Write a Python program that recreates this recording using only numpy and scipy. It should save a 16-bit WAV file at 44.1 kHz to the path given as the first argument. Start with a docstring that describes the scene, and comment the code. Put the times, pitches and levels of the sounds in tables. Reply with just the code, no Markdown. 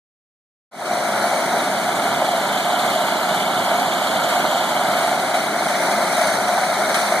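"""A conveyor truck runs at high revs on a lawn and slings gravel down a plywood chute at a house window.
Its diesel engine roars and throbs, and its hydraulic pump whines on one note. The gravel drums on the
board, stones rattle against each other, and now and then a big one lands with a knock.
The sound fades in, heard through a widened stereo microphone that turns toward the truck and back."""
import sys
import numpy as np
from scipy import signal
from scipy.fft import rfft, irfft, next_fast_len
from scipy.io import wavfile
from scipy.ndimage import map_coordinates

SR = 44100
rng = np.random.default_rng(int(sys.argv[2]) if len(sys.argv) > 2 else 0)


def unload_wav(signal):
    """Save mono or channel-first audio to the path in sys.argv[1] as 16-bit WAV at rate SR, clipped to [-1, 1]."""
    wavfile.write(
        sys.argv[1],
        SR,
        np.round(np.clip(np.atleast_2d(signal).T, -1, 1) * 32767).astype(np.int16),
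    )


N = 317520

# tone of the exhaust and fan noise: (frequency [Hz], level [dB])
ROAR_TONE = [(25, -41), (50, -31), (95, -21), (118, -9), (145, -6), (175, 0.5), (215, 1.5), (290, -0.5),
             (400, -1), (490, -4.5), (900, -12.5), (1600, -11), (2600, -34.5)]
# notes in the engine's hum: (frequency [times the crankshaft rate], level [dB])
HUM_NOTES = [(3, -27), (4, -17), (6, -8), (7, -2), (8, -5.5), (9, -5.5), (12, -6.5)]
# notes the plywood chute rings at: (frequency [Hz], width [Hz], level [dB])
BOARD_NOTES = [(533.5, 29.6, -6.5), (616.8, 88.4, 0.5), (715, 133, 1.5), (959, 232, -9.5), (1387, 264, -13),
               (2250, 360, -21)]
# how much gravel leaves the belt: (time [s], flow above average [dB])
GRAVEL_FLOW = [(0.98, -1.5), (1.28, 0), (1.58, -0.45), (2.18, -0.7), (2.88, 0.6), (3.48, -0.5), (3.68, 0.5),
               (3.88, -0.4), (4.38, 1.0), (4.78, 0.1), (5.08, 1.2), (5.18, -0.7), (5.48, -1.4), (5.78, 0.4),
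               (6.28, 1.5), (6.38, 0.2), (7.18, 0.7)]
# tone of the stone rattle: (frequency [Hz], level [dB])
RATTLE_TONE = [(400, -45), (1200, 10.5), (2200, 9), (2700, 4.5), (3300, -1), (4200, 5), (5400, -4.5),
               (6500, -0.5), (7800, 0), (9200, 0.5), (11000, -6.5), (14000, -0.5)]
# big stones hitting the board: (time [s], strength [dB])
BIG_STONE_HITS = [(0.912, -11), (1.331, -6.5), (2.219, -4.5), (4.451, -7.5), (4.556, -8.5), (5.009, -10),
                  (6.007, -10.5), (6.581, -7), (6.834, -14), (7.145, -10)]
# level of mid (what left and right share) and side (what sets them apart),
# with a narrow hollow in the mid near 2.7 kHz: (frequency [Hz], mid [dB], side [dB])
STEREO_WIDTH = [(30, -1, 0), (86.8, -0.5, 3), (170, -1, -20), (424, 1, -8.5), (680, -0.5, -17),
                (1030, 0, -14), (1820, -3.5, -2.5), (2150, 2.5, -6), (2393, -1, -4), (2720, -20, -6),
                (2836, 0, -8), (3300, 0, -2), (5000, 0, -0.5), (13000, -0.5, 0)]
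# where the microphone points: (time [s], direction [0 = house, 1 = truck])
MIC_HEADING = [(1.45, 0.43), (2.08, 0.71), (2.65, 0.87), (4.6, 0.9), (5.15, 0.63), (5.8, 0.37)]
# the microphone's tone: (frequency [Hz], facing the house [dB], facing the truck [dB])
MIC_TONE = [(100, -2.5, 0.5), (616, 0.5, -.5), (965, -2.5, .5), (1380, 0.5, -1.5), (2200, 0.5, -8),
            (3300, -7.5, 6), (3800, -0.5, 0), (4750, -1.5, -1.5), (5940, 7, -6), (7270, -9.5, 0.5),
            (8900, 5, -6.5), (11600, -4, 1.5), (13500, -6.5, -9.5)]
# how much louder left is than right: (frequency [Hz], facing the house [dB], facing the truck [dB])
MIC_BALANCE = [(35, 0, 4), (100, -2, -6.5), (440, 7, -1.5), (705, 3.5, -2), (1330, 3, -9.5),
               (1710, -7, -8.5), (2280, 3, 19.5), (3040, 6, -14), (3960, 4, -3), (6000, -1.5, 3),
               (8000, 0, -0.5)]
# how much of the other channel the widener subtracts: (frequency [Hz], from left [0-1], from right [0-1])
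WIDENER_SHARE = [(404, .02, 0.017), (820, 0.25, 0.27), (1280, 1, 0.92), (2650, 1, 1), (4270, 0.51, 0.64),
                 (4700, 0.34, 0.13), (5370, 0.25, 0.62), (5770, .03, 0.46), (13000, .03, 0.36)]

CRANKSHAFT_HZ, ENGINE_DB = 29.13, -31.5
PUMP_HZ, PUMP_DB = 716.3, -33.0
DRUM_DB, DRUM_GROWTH = -21.5, 0.8  # growth: dB gained per dB of gravel flow
RATTLE_DB, RATTLE_GROWTH, RATTLE_FACING_TRUCK_DB = -27.5, 1.1, 0.55
BELT_SHAKE_HZ = 17.6  # how often the belt shakes a clump loose
COMB_HOUSE_HZ, COMB_TRUCK_HZ = 2774, 2496  # one over the widener's delay, facing each way
FADE_START_S, FADE_END_S = 0.711, 0.96
TOP_HZ = 13910  # the highest pitch heard


def amp(db):
    """Turn decibels into a number to multiply by."""
    return 10 ** (np.asarray(db) / 20)


def unit(x):
    """Scale a sound to an average (rms) level of 1."""
    return x / np.sqrt(np.mean(x ** 2) + 1e-20)


def at_pitch(table, hz):
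    """Read a table's columns at the given frequencies, on a log scale."""
    freqs, *columns = np.transpose(table)
    return np.squeeze([np.interp(np.log(hz + 1), np.log(freqs + 1), column) for column in columns])


def over_time(table):
    """Join (time, value) rows with straight lines, one value per sample."""
    times, values = np.transpose(table)
    return np.interp(np.arange(N) / SR, times, values)


def wobble(rate):
    """A smooth curve through `rate` random values a second."""
    return map_coordinates(rng.standard_normal(int(N * rate / SR) + 4), [np.arange(N) * rate / SR])


def filtered(x, response):
    """Change a sound's tone: multiply each frequency by response(hz)."""
    size = next_fast_len(N + SR // 2)
    hz = np.fft.rfftfreq(size, 1 / SR)
    return irfft(rfft(x, size) * response(hz), size)[..., :N]


def impacts(per_second, spread_db):
    """Tiny blows at random times and of random size, as mid and side."""
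    hits = rng.random((2, N)) < per_second / SR
    signs = np.sign(rng.standard_normal((2, N)))
    sizes = amp(spread_db * rng.standard_normal((2, N)))
    return unit(hits * signs * sizes)


def diesel_engine():
    """Six cylinders fire three times a turn, so the exhaust and fan noise throbs over the shaft's hum."""
    angle = 2 * np.pi * np.cumsum(CRANKSHAFT_HZ * (1 + 0.00394 * wobble(3.015))) / SR
    firing = np.cos(3 * angle)
    throb = amp(1.4 * firing + 1.06 * wobble(11))
    rough_noise = throb * impacts(5000, spread_db=1.5)
    roar = unit(filtered(rough_noise, lambda hz: amp(at_pitch(ROAR_TONE, hz))))
    hum = unit(sum(amp(db + 2.3 * wobble(9)) * np.sin(multiple * angle + 0.7 * wobble(14))
                   for multiple, db in HUM_NOTES))
    return roar + amp(-7.0) * hum * [[1], [0]]  # the hum is mid only


def hydraulic_pump():
    """The conveyor's pump whines on one note that wavers in the moving air."""
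    phase = 2 * np.pi * np.cumsum(PUMP_HZ * (1 + 0.0025 * wobble(12))) / SR
    whine = unit(np.array([np.sin(phase), np.cos(phase)]))
    return amp(3.9 * wobble(7)) * whine


def plywood_board(hz):
    """How strongly the chute answers each frequency: it bends and rings briefly at a few notes."""
    return sum((-1) ** k * amp(db) * 1j * hz * width / (note ** 2 - hz ** 2 + 1j * hz * width)
               for k, (note, width, db) in enumerate(BOARD_NOTES))


def gravel_drumming():
    """The stream of gravel drums on the plywood, a little unevenly."""
    blows = impacts(4000, spread_db=2) * amp(wobble(60))
    return unit(filtered(blows, plywood_board))


def pebble_clinks(count, ring_s):
    """Small stones clink, each at its own pitch, and die away in a few milliseconds."""
    when, pitch, phase = rng.random((count, 3)).T[:, :, None]
    t = np.arange(SR // 100) / SR
    hz = 2000 + pitch * (TOP_HZ - 2000)
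    clinks = np.sin(2 * np.pi * (hz * t + phase)) * np.exp(-t / ring_s)
    positions = (when * N).astype(int) + np.arange(len(t))
    return unit(np.bincount(positions.ravel(), clinks.ravel(), N)[:N])  # add each clink at its time


def gravel_rattle():
    """Stones clink over the hiss of sliding grit; each clump lands at once, then trickles away."""
    clinks = np.array([pebble_clinks(count=6000, ring_s=0.0063) for _ in range(2)])
    hiss = rng.standard_normal((2, N))
    shake_count = np.floor(np.cumsum(BELT_SHAKE_HZ * (1 + 0.13 * wobble(12))) / SR)
    landings = (np.diff(shake_count, prepend=0) > 0) * amp(5.9 * wobble(20))
    trickle_s = 0.039
    clumps = signal.lfilter([1], [1, -np.exp(-1 / (trickle_s * SR))], landings)
    rattle = (0.5 * clinks + hiss) * np.sqrt(1 + 0.6 * clumps)
    return unit(filtered(rattle, lambda hz: amp(at_pitch(RATTLE_TONE, hz))))


def big_stones():
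    """Single heavy stones ring the same board; they touch it for longer, which dulls the knock."""
    blows = np.zeros(N)
    for time_s, db in BIG_STONE_HITS:
        blows[round(time_s * SR)] = amp(db)
    knocks = filtered(blows, lambda hz: plywood_board(hz) / (1 + 1j * hz / 600) ** 2)  # dull above 600 Hz
    peak = amp(-3.0) * blows.max()
    return peak * knocks / np.abs(knocks).max() * [[1], [0]]  # mid only


def left_and_right(mid_side):
    """Set the level of mid and side at each frequency, then mix them into left and right."""
    mid, side = filtered(mid_side, lambda hz: amp(at_pitch(STEREO_WIDTH, hz)))
    return np.array([mid + side, mid - side])


def mic_turn(facing_house, facing_truck):
    """Blend two versions of a sound as the microphone turns."""
    heading = over_time(MIC_HEADING)
    return (1 - heading) * facing_house + heading * facing_truck


def stereo_mic(left_right):
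    """Tone and balance depend on where the microphone points."""
    lean = np.array([[0.5], [-0.5]])  # half the balance raises the left, half lowers the right
    gain = lambda hz: amp(at_pitch(MIC_TONE, hz)[:, None] + lean * at_pitch(MIC_BALANCE, hz)[:, None])
    return mic_turn(*filtered(left_right, gain))


def scene():
    """Truck and gravel together at the microphone; a fuller belt drums and rattles louder."""
    flow_db = over_time(GRAVEL_FLOW)
    truck = amp(ENGINE_DB) * diesel_engine() + amp(PUMP_DB) * hydraulic_pump()
    drumming = amp(DRUM_DB + DRUM_GROWTH * flow_db) * gravel_drumming()
    facing_db = RATTLE_FACING_TRUCK_DB * over_time(MIC_HEADING)
    rattle = amp(RATTLE_DB + RATTLE_GROWTH * flow_db + facing_db) * gravel_rattle()
    return stereo_mic(left_and_right(truck + drumming + rattle + big_stones()))


def record(dry):
    """Widen the sound by taking a delayed bit of each channel from the other; fade in and cut the top."""
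    swapped = dry[::-1]
    delayed = [filtered(swapped, lambda hz: at_pitch(WIDENER_SHARE, hz) * np.exp(-2j * np.pi * hz / comb))
               for comb in (COMB_HOUSE_HZ, COMB_TRUCK_HZ)]
    wide = dry - mic_turn(*delayed)
    fade_in = over_time([(FADE_START_S, 0), (FADE_END_S, 1)]) ** 0.98
    return filtered(wide * fade_in, lambda hz: np.clip((TOP_HZ - hz) / 100 + 0.5, 0, 1))


dry = scene()
out = record(dry)
unload_wav(out)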